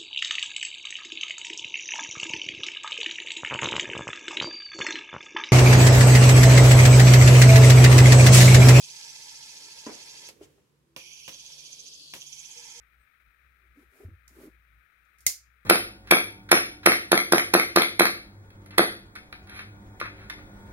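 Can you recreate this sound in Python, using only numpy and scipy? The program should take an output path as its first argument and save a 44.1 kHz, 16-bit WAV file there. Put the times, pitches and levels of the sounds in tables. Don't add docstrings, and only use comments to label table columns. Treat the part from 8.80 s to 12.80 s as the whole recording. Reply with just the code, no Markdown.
import sys
import numpy as np
from scipy import signal
from scipy.fft import rfft, irfft
from scipy.io import wavfile
from scipy.ndimage import uniform_filter1d, map_coordinates

SR = 44100
rng = np.random.default_rng(int(sys.argv[2]) if len(sys.argv) > 2 else 0)


def inscribe(sig):
    pcm = np.round(np.clip(np.atleast_2d(sig).T, -1, 1) * 32767)
    wavfile.write(sys.argv[1], SR, pcm.astype(np.int16))


N = 176400

# (start t/s, end t/s, t/s of one swell, turns per s at that swell, slowing/turns per s per s)
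SPINS = [(-.02, 1.5, .046, 16.15, 2.9), (2.165, 2.48, 2.204, 15.6, 2.0), (2.48, 3.337, 2.542, 16.3, 4.6),
         (3.337, 4.1, 3.416, 17.0, 3.2)]
# (ring f/Hz, rasp f/Hz, buzz level/dB, buzz f/Hz, fizz level/dB)
SPIN_TONES = [(5990, 2540, -1, 3260, -1.5), (5920, 2486, 3, 3150, -2), (5970, 2490, 1, 3290, -4),
              (6106, 2530, 1, 3270, -1.2)]
# (t/s, level/dB)
FRICTION_LEVEL = [(0, 2), (.27, 0.5), (.55, -0.5), (1.0, -1), (1.4, -1.5), (1.49, -0.5), (2.17, -2),
                  (2.44, -2), (2.54, 0), (2.8, 0.5), (3.08, -1.5), (3.28, -3.5), (3.42, -0.5), (3.75, -0.5),
                  (4, -1.5)]
STOP_S = 0.0092
GRAINS_PER_S, GRAIN_SPREAD_DB = 2600, 2.5
SMOOTH_SHARE, COMMON_SHARE = 0.52, 0.43
LEFT_LAG_S = 0.00015

# (width/Hz, left level/dB, right level/dB)
RING = (850, -58.5, -47.5)
# (t/s, level/dB)
RING_LEVEL = [(0, -0.5), (.25, 1), (.5, 1), (.9, 0.5), (1.45, 0.5), (2.2, 0.5), (2.9, 1.5), (3.07, 4),
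              (3.17, -1.5), (3.26, -6), (3.41, 3), (3.55, 6), (3.8, 2.5), (4, 4)]
# (t/s, level/dB)
SWELL_DEPTH = [(0, 2.5), (.25, 2.5), (.5, 3), (1.4, 3.5), (2.2, 1), (2.45, -0.5), (2.6, 3), (2.8, 5),
               (3.05, 7.5), (3.3, 0.5), (3.41, 4.5), (3.55, 6.5), (3.7, 5), (4, 1.5)]
SWELL_SHARP, TURN_SCATTER_DB = 0.3, 0.64
RING_BEND, RASP_BEND = 0.0305, 0.025
# (width/Hz, left level/dB, right level/dB)
RASP = (387, -61, -55.5)
# (t/s, level/dB)
RASP_LEVEL = [(0, 0), (.5, -1.5), (1.45, 0.5), (2.17, 5.5), (2.45, 2.5), (2.6, -4.5), (2.95, -4.5),
              (3.25, -7), (3.42, -4.5), (3.7, -0.5), (4, -0.5)]
# (t/s, pitch factor)
RASP_GLIDE = [(1.5, 1), (2.2, .98), (2.45, 1.014), (2.75, 1.01), (3.0, 1.004), (3.28, 1.12), (3.4, 0.97)]
RASP_SWELL_DB, RASP_LAG_TURNS = 2.5, 0.944
# (width/Hz, left level/dB, right level/dB)
BUZZ = (470, -59.7, -54)
BUZZ_SWELL_DB, BUZZ_LAG_TURNS = 1, 0.93
# (f/Hz, width/Hz, left level/dB, right level/dB)
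WHIRR = [(4130, 730, -58, -57.5), (4595, 610, -52.5, -51.5)]
# (t/s, level/dB)
WHIRR_LEVEL = [(0, 1), (.4, 2.5), (1.45, 2.5), (2.17, -3.5), (2.45, -3.5), (2.6, -1), (2.95, -0.2),
               (3.1, 2.5), (3.25, -4), (3.4, -3), (3.6, -3.5), (4, 0.5)]
WHIRR_SWELL_DB, WHIRR_LAG_TURNS = 2.5, 0.89
# (f/Hz, width/Hz, left level/dB, right level/dB)
HISS = [(5030, 490, -55, -53.5), (7420, 1740, -57, -55.5)]
# (t/s, level/dB)
HISS_LEVEL = [(0, 0.5), (.3, 3), (1.0, -0.5), (1.48, 0.5), (2.17, -20), (2.6, -6), (3.25, -4.5),
              (3.45, -5.5), (3.75, 0.5), (4, 0)]
HISS_SWELL_DB, HISS_LAG_TURNS = 1.4, 0.34
SWEEP, SWEEP_LAG_TURNS = 0.0278, 0.047
WANDER, WANDER_PER_S = 0.022, 130
# (f/Hz, width/Hz, left level/dB, right level/dB)
FIZZ = [(6790, 790, -57, -63.5), (8760, 3240, -63.5, -59), (10384, 1560, -55, -57.5),
        (11730, 2200, -68, -67), (13430, 2100, -78, -73)]
# (f/Hz, width/Hz, left level/dB, right level/dB)
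RATTLE = [(898.4, 120, -73, -61), (1337, 34, -76.5, -74.5), (1692, 144, -68, -66.5), (2106, 235, -67, -63)]
# (t/s, level/dB)
RATTLE_LEVEL = [(0, -7), (.17, 1.5), (.9, 0), (1.48, 2), (2.17, -11), (2.5, -15), (2.7, -7), (3.2, -22.5),
                (3.5, -13), (3.62, -7), (3.72, -4), (3.87, 1.5), (4, -0.5)]
RATTLE_SWELL_DB, RATTLE_LAG_TURNS = 2, 0.61
RATTLE_TOP_POWER = 1.23
# (f/Hz, width/Hz, left level/dB, right level/dB)
RUB = (512, 240, -82, -69)
# (t/s, level/dB)
RUB_LEVEL = [(0, -2.5), (.6, -2), (.87, 1.5), (1.45, 2.5), (2.2, -5.5), (2.6, -5), (2.8, 0.5), (3.1, -2),
             (3.3, -8.5), (3.5, -15), (4, -6)]
RUB_SWELL_DB = 2.5
# (t/s, f/Hz, level/dB)
TILT = [(2.95, 5660, -72), (3.08, 5330, -57), (3.16, 4850, -54), (3.22, 4520, -53), (3.27, 4380, -53),
        (3.33, 4340, -54), (3.36, 4328, -83)]
TILT_WIDTH_HZ, TILT_PAN_DB = 680, 3

# (t/s, level/dB, low modes level/dB, top modes level/dB, pitch factor, right-left level/dB)
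CLACKS = [(1.488, -38.5, 2.5, 9, 0.94, 6.5), (2.1631, -31, 2, -12, 1, 6), (2.1652, -46, -6, -8, 0.97, 0),
          (2.4785, -35, 5.5, -8, 1.03, 8), (2.4808, -37, 4, 6, 0.91, 2), (2.4853, -41, 2, 0, 1.2, 2),
          (2.4922, -34.5, -6, -4, 1.06, 2), (2.545, -36, -17, -10, 1.2, 5), (3.066, -43, -37, -10, 1, 6),
          (3.3366, -31, 3, -2, 1.01, -3), (3.3380, -34.5, -3, 3, 0.687, 5), (3.3429, -40, 0, 11, 0.92, 1),
          (3.3505, -41.5, 5.5, 9, 0.93, -4), (3.3628, -41, -1, 2, 1, 4), (3.418, -33, -33, -10, 1.15, 1),
          (3.426, -36, -30, -10, 1.15, 2), (3.528, -36.5, -41, -10, 1.12, 3)]
# (f/Hz, level/dB, t60/s)
CLACK_MODES = [(318, -20, 0.056), (541, -20, 0.13), (689, -25, 0.1), (1021, -15, 0.033), (1650, -33, 0.038),
               (1845, -18.5, 0.028), (2400, -7, 0.017), (2840, -1, 0.017), (3600, -4, 0.0092),
               (4500, -10, 0.005), (5280, -1.5, 0.0072), (6200, -5.5, 0.0058), (10500, -9, 0.0066),
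               (12660, -10.5, 0.011)]
# (f/Hz, level/dB)
CLACK_TAIL = [(40, -32), (70, -0.5), (250, -0.5), (520, -0.5), (1100, -6), (1500, -9.5), (2800, -3),
              (6000, -9.5), (9000, -12.5), (13000, -10.5), (16000, -21)]
CLACK_TAIL_DB, CLACK_TAIL_T60_S, CLACK_BODY_HZ = -11.5, 0.15, 800
# (t/s, level/dB, tilt of the upper modes/dB per octave, pitch factor, tail level/dB)
KNOCKS = [(1.0643, -32.5, 1, 0.99, -8), (1.0862, -41, -8, 0.98, -3), (1.0975, -42, -4, 1, -14),
          (1.6104, -40, -15, 1.36, -17.5), (1.778, -62.5, -9, 1.36, -4.5)]
# (f/Hz, level/dB, t60/s)
KNOCK_MODES = [(225, -5.5, 0.13), (295, 0.5, 0.08), (335, -11, 0.065), (419, -11.5, 0.12),
               (494, -6.5, 0.071), (608, -9.5, 0.068), (1011, -5.5, 0.075), (1427, -19, 0.087),
               (1934, -17, 0.11)]
# (f/Hz, level/dB)
KNOCK_TAIL = [(50, -19), (160, -7.5), (240, 1), (500, 2.5), (750, -3.5), (1050, -7.5), (1350, -13.5),
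              (2200, -11), (3000, -20), (4000, -36), (12000, -55)]
KNOCK_T60_S, KNOCK_TILT_HZ = 0.31, 398

# (t/s, half length/s, level/dB)
BRUSHES = [(1.638, 0.013, -58), (1.646, 0.058, -73.5), (1.77, .12, -77.5)]
# (f/Hz, level/dB)
BRUSH_COLOUR = [(710, -40), (1200, -24), (1460, -34), (1910, -10), (2130, -9.5), (3110, -5), (3790, -11),
                (6510, -8.5), (16000, -21.5)]
# (t/s, half length/s, level/dB)
BUMPS = [(1.645, 0.029, -63), (1.78, 0.018, -71)]
# (f/Hz, level/dB)
BUMP_COLOUR = [(30, -27), (65, 5), (100, 3), (170, -9), (400, -34), (2000, -60)]
# (t/s, level/dB)
HANDLING_LEVEL = [(0, -70.5), (.7, -70.5), (.87, -63), (1.0, -74), (1.3, -65.5), (1.65, -60.5), (1.85, -72),
                  (2.0, -74), (2.65, -76.5), (2.85, -69), (3.2, -68.5), (3.5, -77.5), (4, -69.5)]
# (f/Hz, level/dB)
HANDLING_COLOUR = [(100, -7.5), (220, -4), (300, 1), (440, 2), (540, -2), (680, -20), (1500, -17),
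                   (5000, -28.5)]
HANDLING_PAN_DB = 3

ROOM_DB, ROOM_T60_S = -12, 0.29
# (f/Hz, level/dB)
FLOOR_COLOUR = [(15, -50), (33, -34), (56, -8), (75, 0.5), (97, -14), (122, -1), (150, -4), (190, -7),
                (240, -5.5), (450, -27), (760, -22.5), (1020, -18), (1400, -23.5), (2500, -25.5),
                (12500, -32.5), (16000, -62)]
FLOOR_DB = -72.5
# (f/Hz, level/dB)
HUM = [(59, -80.5), (145, -74.5)]
HUM_WAVER_DB, HUM_WAVER_RAD = 1.8, 0.8
# (t/s, half length/s, f/Hz, level/dB)
TONES = [(3.782, .017, 480, -57.5), (3.83, .04, 474, -67), (3.985, .018, 476, -57.5), (2.14, .05, 333, -69),
         (2.26, .04, 345, -71), (3.22, .04, 290, -69)]
TOP_HZ = 15800


def spinner():
    t, noise, out = clock(), friction(), 0
    lowest_rattle = resonate(noise, *RATTLE[0])
    upper_rattle, whirr, hiss, fizz = (
        sum(resonate(noise, *row) for row in table) for table in (RATTLE[1:], WHIRR, HISS, FIZZ))
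    rattle_gain = curve(RATTLE_LEVEL)
    rattle = lowest_rattle * rattle_gain + upper_rattle * rattle_gain ** RATTLE_TOP_POWER
    hiss, whirr = hiss * curve(HISS_LEVEL), whirr * curve(WHIRR_LEVEL)
    rub = resonate(noise, *RUB) * curve(RUB_LEVEL)
    rasp_glide = np.interp(t, *np.array(RASP_GLIDE).T) - 1
    strength, depth, rasp_gain = curve(FRICTION_LEVEL), curve(SWELL_DEPTH), curve(RASP_LEVEL)
    ring_gain = curve(RING_LEVEL) * undb(TURN_SCATTER_DB * walk(18)) / np.sqrt(depth)

    for spin, tone in zip(SPINS, SPIN_TONES):
        start, end, at, rate, slowing = spin
        ring_hz, rasp_hz, buzz_db, buzz_hz, fizz_db = tone
        turns = rate * (t - at) - slowing * (t - at) ** 2 / 2

        def swell(lag):
            return np.cos(2 * np.pi * (turns - lag))

        gate = np.clip((t - start) / STOP_S, 0, 1) * np.clip((end - t) / STOP_S + 1, 0, 1)
        pulse = depth ** (swell(0) + SWELL_SHARP * np.cos(2 * np.pi * 2 * turns))
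        ring = waver(resonate(noise, ring_hz, *RING), RING_BEND * swell(0)) * pulse * ring_gain
        swish = hiss * undb(HISS_SWELL_DB * swell(HISS_LAG_TURNS))
        swish = swish + whirr * undb(WHIRR_SWELL_DB * swell(WHIRR_LAG_TURNS))
        swish = waver(swish, SWEEP * swell(SWEEP_LAG_TURNS))
        buzz = resonate(noise, buzz_hz, *BUZZ) * undb(buzz_db + BUZZ_SWELL_DB * swell(BUZZ_LAG_TURNS))
        rasp_bend = rasp_glide + RASP_BEND * swell(RASP_LAG_TURNS)
        rasp = waver(resonate(noise, rasp_hz, *RASP, order=3), rasp_bend)
        rasp = rasp * rasp_gain * undb(RASP_SWELL_DB * swell(RASP_LAG_TURNS))
        treble = ring + swish + fizz * undb(fizz_db) + buzz + rasp
        low = rattle * undb(RATTLE_SWELL_DB * swell(RATTLE_LAG_TURNS))
        low = low + rub * undb(RUB_SWELL_DB * swell(RATTLE_LAG_TURNS))
        out = out + gate * (strength * treble + low)
    return out


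def friction():
    sizes = undb(GRAIN_SPREAD_DB * np.minimum(rng.exponential(size=N), 4))
    ticks = unit((rng.random(N) < GRAINS_PER_S / SR) * sizes) * rng.choice([-1, 1], (3, N))
    smooth = rng.standard_normal((3, N))
    noise = np.sqrt(1 - SMOOTH_SHARE) * ticks + np.sqrt(SMOOTH_SHARE) * smooth
    return lagged(np.sqrt(COMMON_SHARE) * noise[2] + np.sqrt(1 - COMMON_SHARE) * noise[:2])


def tilt_resonance():
    t = clock()
    at, hz, db = np.array(TILT).T
    ring = resonate(friction(), hz[-1], TILT_WIDTH_HZ, TILT_PAN_DB, -TILT_PAN_DB)
    ring = waver(ring, np.interp(t, at, hz) / hz[-1] - 1, wander=.012)
    return ring * undb(np.interp(t, at, db)) * (t > at[0]) * (t < at[-1])


def clacks():
    direct, tail_power = 0, 0
    for at, db, low_db, top_db, pitch, pan_db in CLACKS:
        modes = []
        for hz, mode_db, t60 in CLACK_MODES:
            level = mode_db + low_db * (hz < 2000) + top_db * (hz > 8000)
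            modes.append((hz * (pitch if hz > CLACK_BODY_HZ else 1), level, t60))
        sides = undb([[db - pan_db / 2], [db + pan_db / 2]])
        direct = direct + sides * strike(at, modes, 0.98, attack=0.00014)
        tail = undb(db + low_db / 2) * fade(at, CLACK_TAIL_T60_S, attack=0.00067)
        tail_power = tail_power + tail ** 2
    return lagged(direct) + undb(CLACK_TAIL_DB) * np.sqrt(tail_power) * coloured(CLACK_TAIL)


def knocks():
    direct, tail_power = 0, 0
    for at, db, upper_db, pitch, tail_db in KNOCKS:
        modes = [(hz, mode_db + upper_db * max(np.log2(hz / KNOCK_TILT_HZ), 0), t60)
                 for hz, mode_db, t60 in KNOCK_MODES]
        direct = direct + undb(db) * strike(at, modes, pitch, attack=0.00039)
        tail = undb(db + tail_db) * fade(at, KNOCK_T60_S, attack=0.0018)
        tail_power = tail_power + tail ** 2
    return lagged(direct * undb([[-.5], [.5]])) + np.sqrt(tail_power) * coloured(KNOCK_TAIL)


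def hands():
    def touch(rows):
        return sum(undb(db) * bump(at, half) for at, half, db in rows)

    grip = coloured(HANDLING_COLOUR) * curve(HANDLING_LEVEL) * undb([[-HANDLING_PAN_DB], [0]])
    return coloured(BRUSH_COLOUR) * touch(BRUSHES) + coloured(BUMP_COLOUR) * touch(BUMPS) + grip


def room(x):
    age = np.arange(SR // 2) / SR
    decay = np.exp(-np.log(1000) * age / ROOM_T60_S) * (age > .004)
    tail = rng.standard_normal((2, len(age))) * decay
    return x + undb(ROOM_DB) * signal.fftconvolve(x, unit(tail) / np.sqrt(len(age)), axes=1)[:, :N]


def background():
    t, hum = clock(), 0
    for hz, db in HUM:
        wave = np.sin(2 * np.pi * hz * t + HUM_WAVER_RAD * walk(7.4))
        hum = hum + undb(db) * unit(wave * undb(HUM_WAVER_DB * walk(7.86)))
    tones = sum(undb(db) * bump(at, half) * np.sin(2 * np.pi * hz * t) for at, half, hz, db in TONES)
    return undb(FLOOR_DB) * coloured(FLOOR_COLOUR) + hum + tones


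def resonate(x, hz, width, left_db, right_db, order=2):
    edges = np.clip([hz - width / 2, hz + width / 2], 20, .48 * SR)
    band = signal.butter(order, edges, "bandpass", fs=SR, output="sos")
    return unit(signal.sosfilt(band, x)) * undb([[left_db], [right_db]])


def waver(x, bend, wander=WANDER):
    place = np.arange(N) + np.cumsum(bend + wander * walk(WANDER_PER_S))
    return np.array([map_coordinates(side, [place], mode="mirror") for side in x])


def strike(at, modes, pitch, attack):
    age = np.arange(SR // 3) / SR
    ring = 0
    for k, (hz, db, t60) in enumerate(modes):
        wave = np.sin(2 * np.pi * hz * pitch * age)
        ring = ring + (-1) ** k * undb(db) * wave * np.exp(-np.log(1000) * age / t60)
    return np.pad(ring * (1 - np.exp(-age / attack)), (int(at * SR), N))[:N]


def fade(at, t60, attack):
    age = np.maximum(clock() - at, 0)
    return (1 - np.exp(-age / attack)) * np.exp(-np.minimum(np.log(1000) * age / t60, 50))


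def bump(at, half):
    return np.exp(-((clock() - at) / half) ** 2 / 2)


def coloured(points):
    f = np.arange(N // 2 + 1) * SR / N + 1
    hz, db = np.array(points).T
    mid, side = rfft(rng.standard_normal((2, N)))
    side = side * np.minimum(0.29 + f / 1400, 1)
    shape = undb(np.interp(np.log(f), np.log(hz), db))
    return unit(irfft(np.array([mid + side, mid - side]) * shape, N))


def lagged(x):
    f = np.arange(N // 2 + 1) * SR / N
    return np.array([irfft(rfft(x[0]) * np.exp(-2j * np.pi * f * LEFT_LAG_S), N), x[1]])


def walk(rate):
    k = int(SR / rate)
    steps = np.repeat(rng.standard_normal(size=4000)[:N // k + 1], k)[:N]
    return unit(uniform_filter1d(steps, k))


def curve(rows):
    return undb(np.interp(clock(), *np.array(rows).T))


def clock():
    return np.arange(N) / SR


def undb(db):
    return 10 ** (np.asarray(db) / 20)


def unit(x):
    return x / np.sqrt(np.mean(x ** 2) + 1e-20)


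def scene():
    return room(spinner() + tilt_resonance() + clacks() + knocks()) + hands() + background()


def record(dry):
    dry = signal.sosfilt(signal.butter(4, 42, "highpass", fs=SR, output="sos"), dry)
    return signal.sosfilt(signal.ellip(8, .2, 70, TOP_HZ, fs=SR, output="sos"), dry)


dry = scene()
out = record(dry)
inscribe(out)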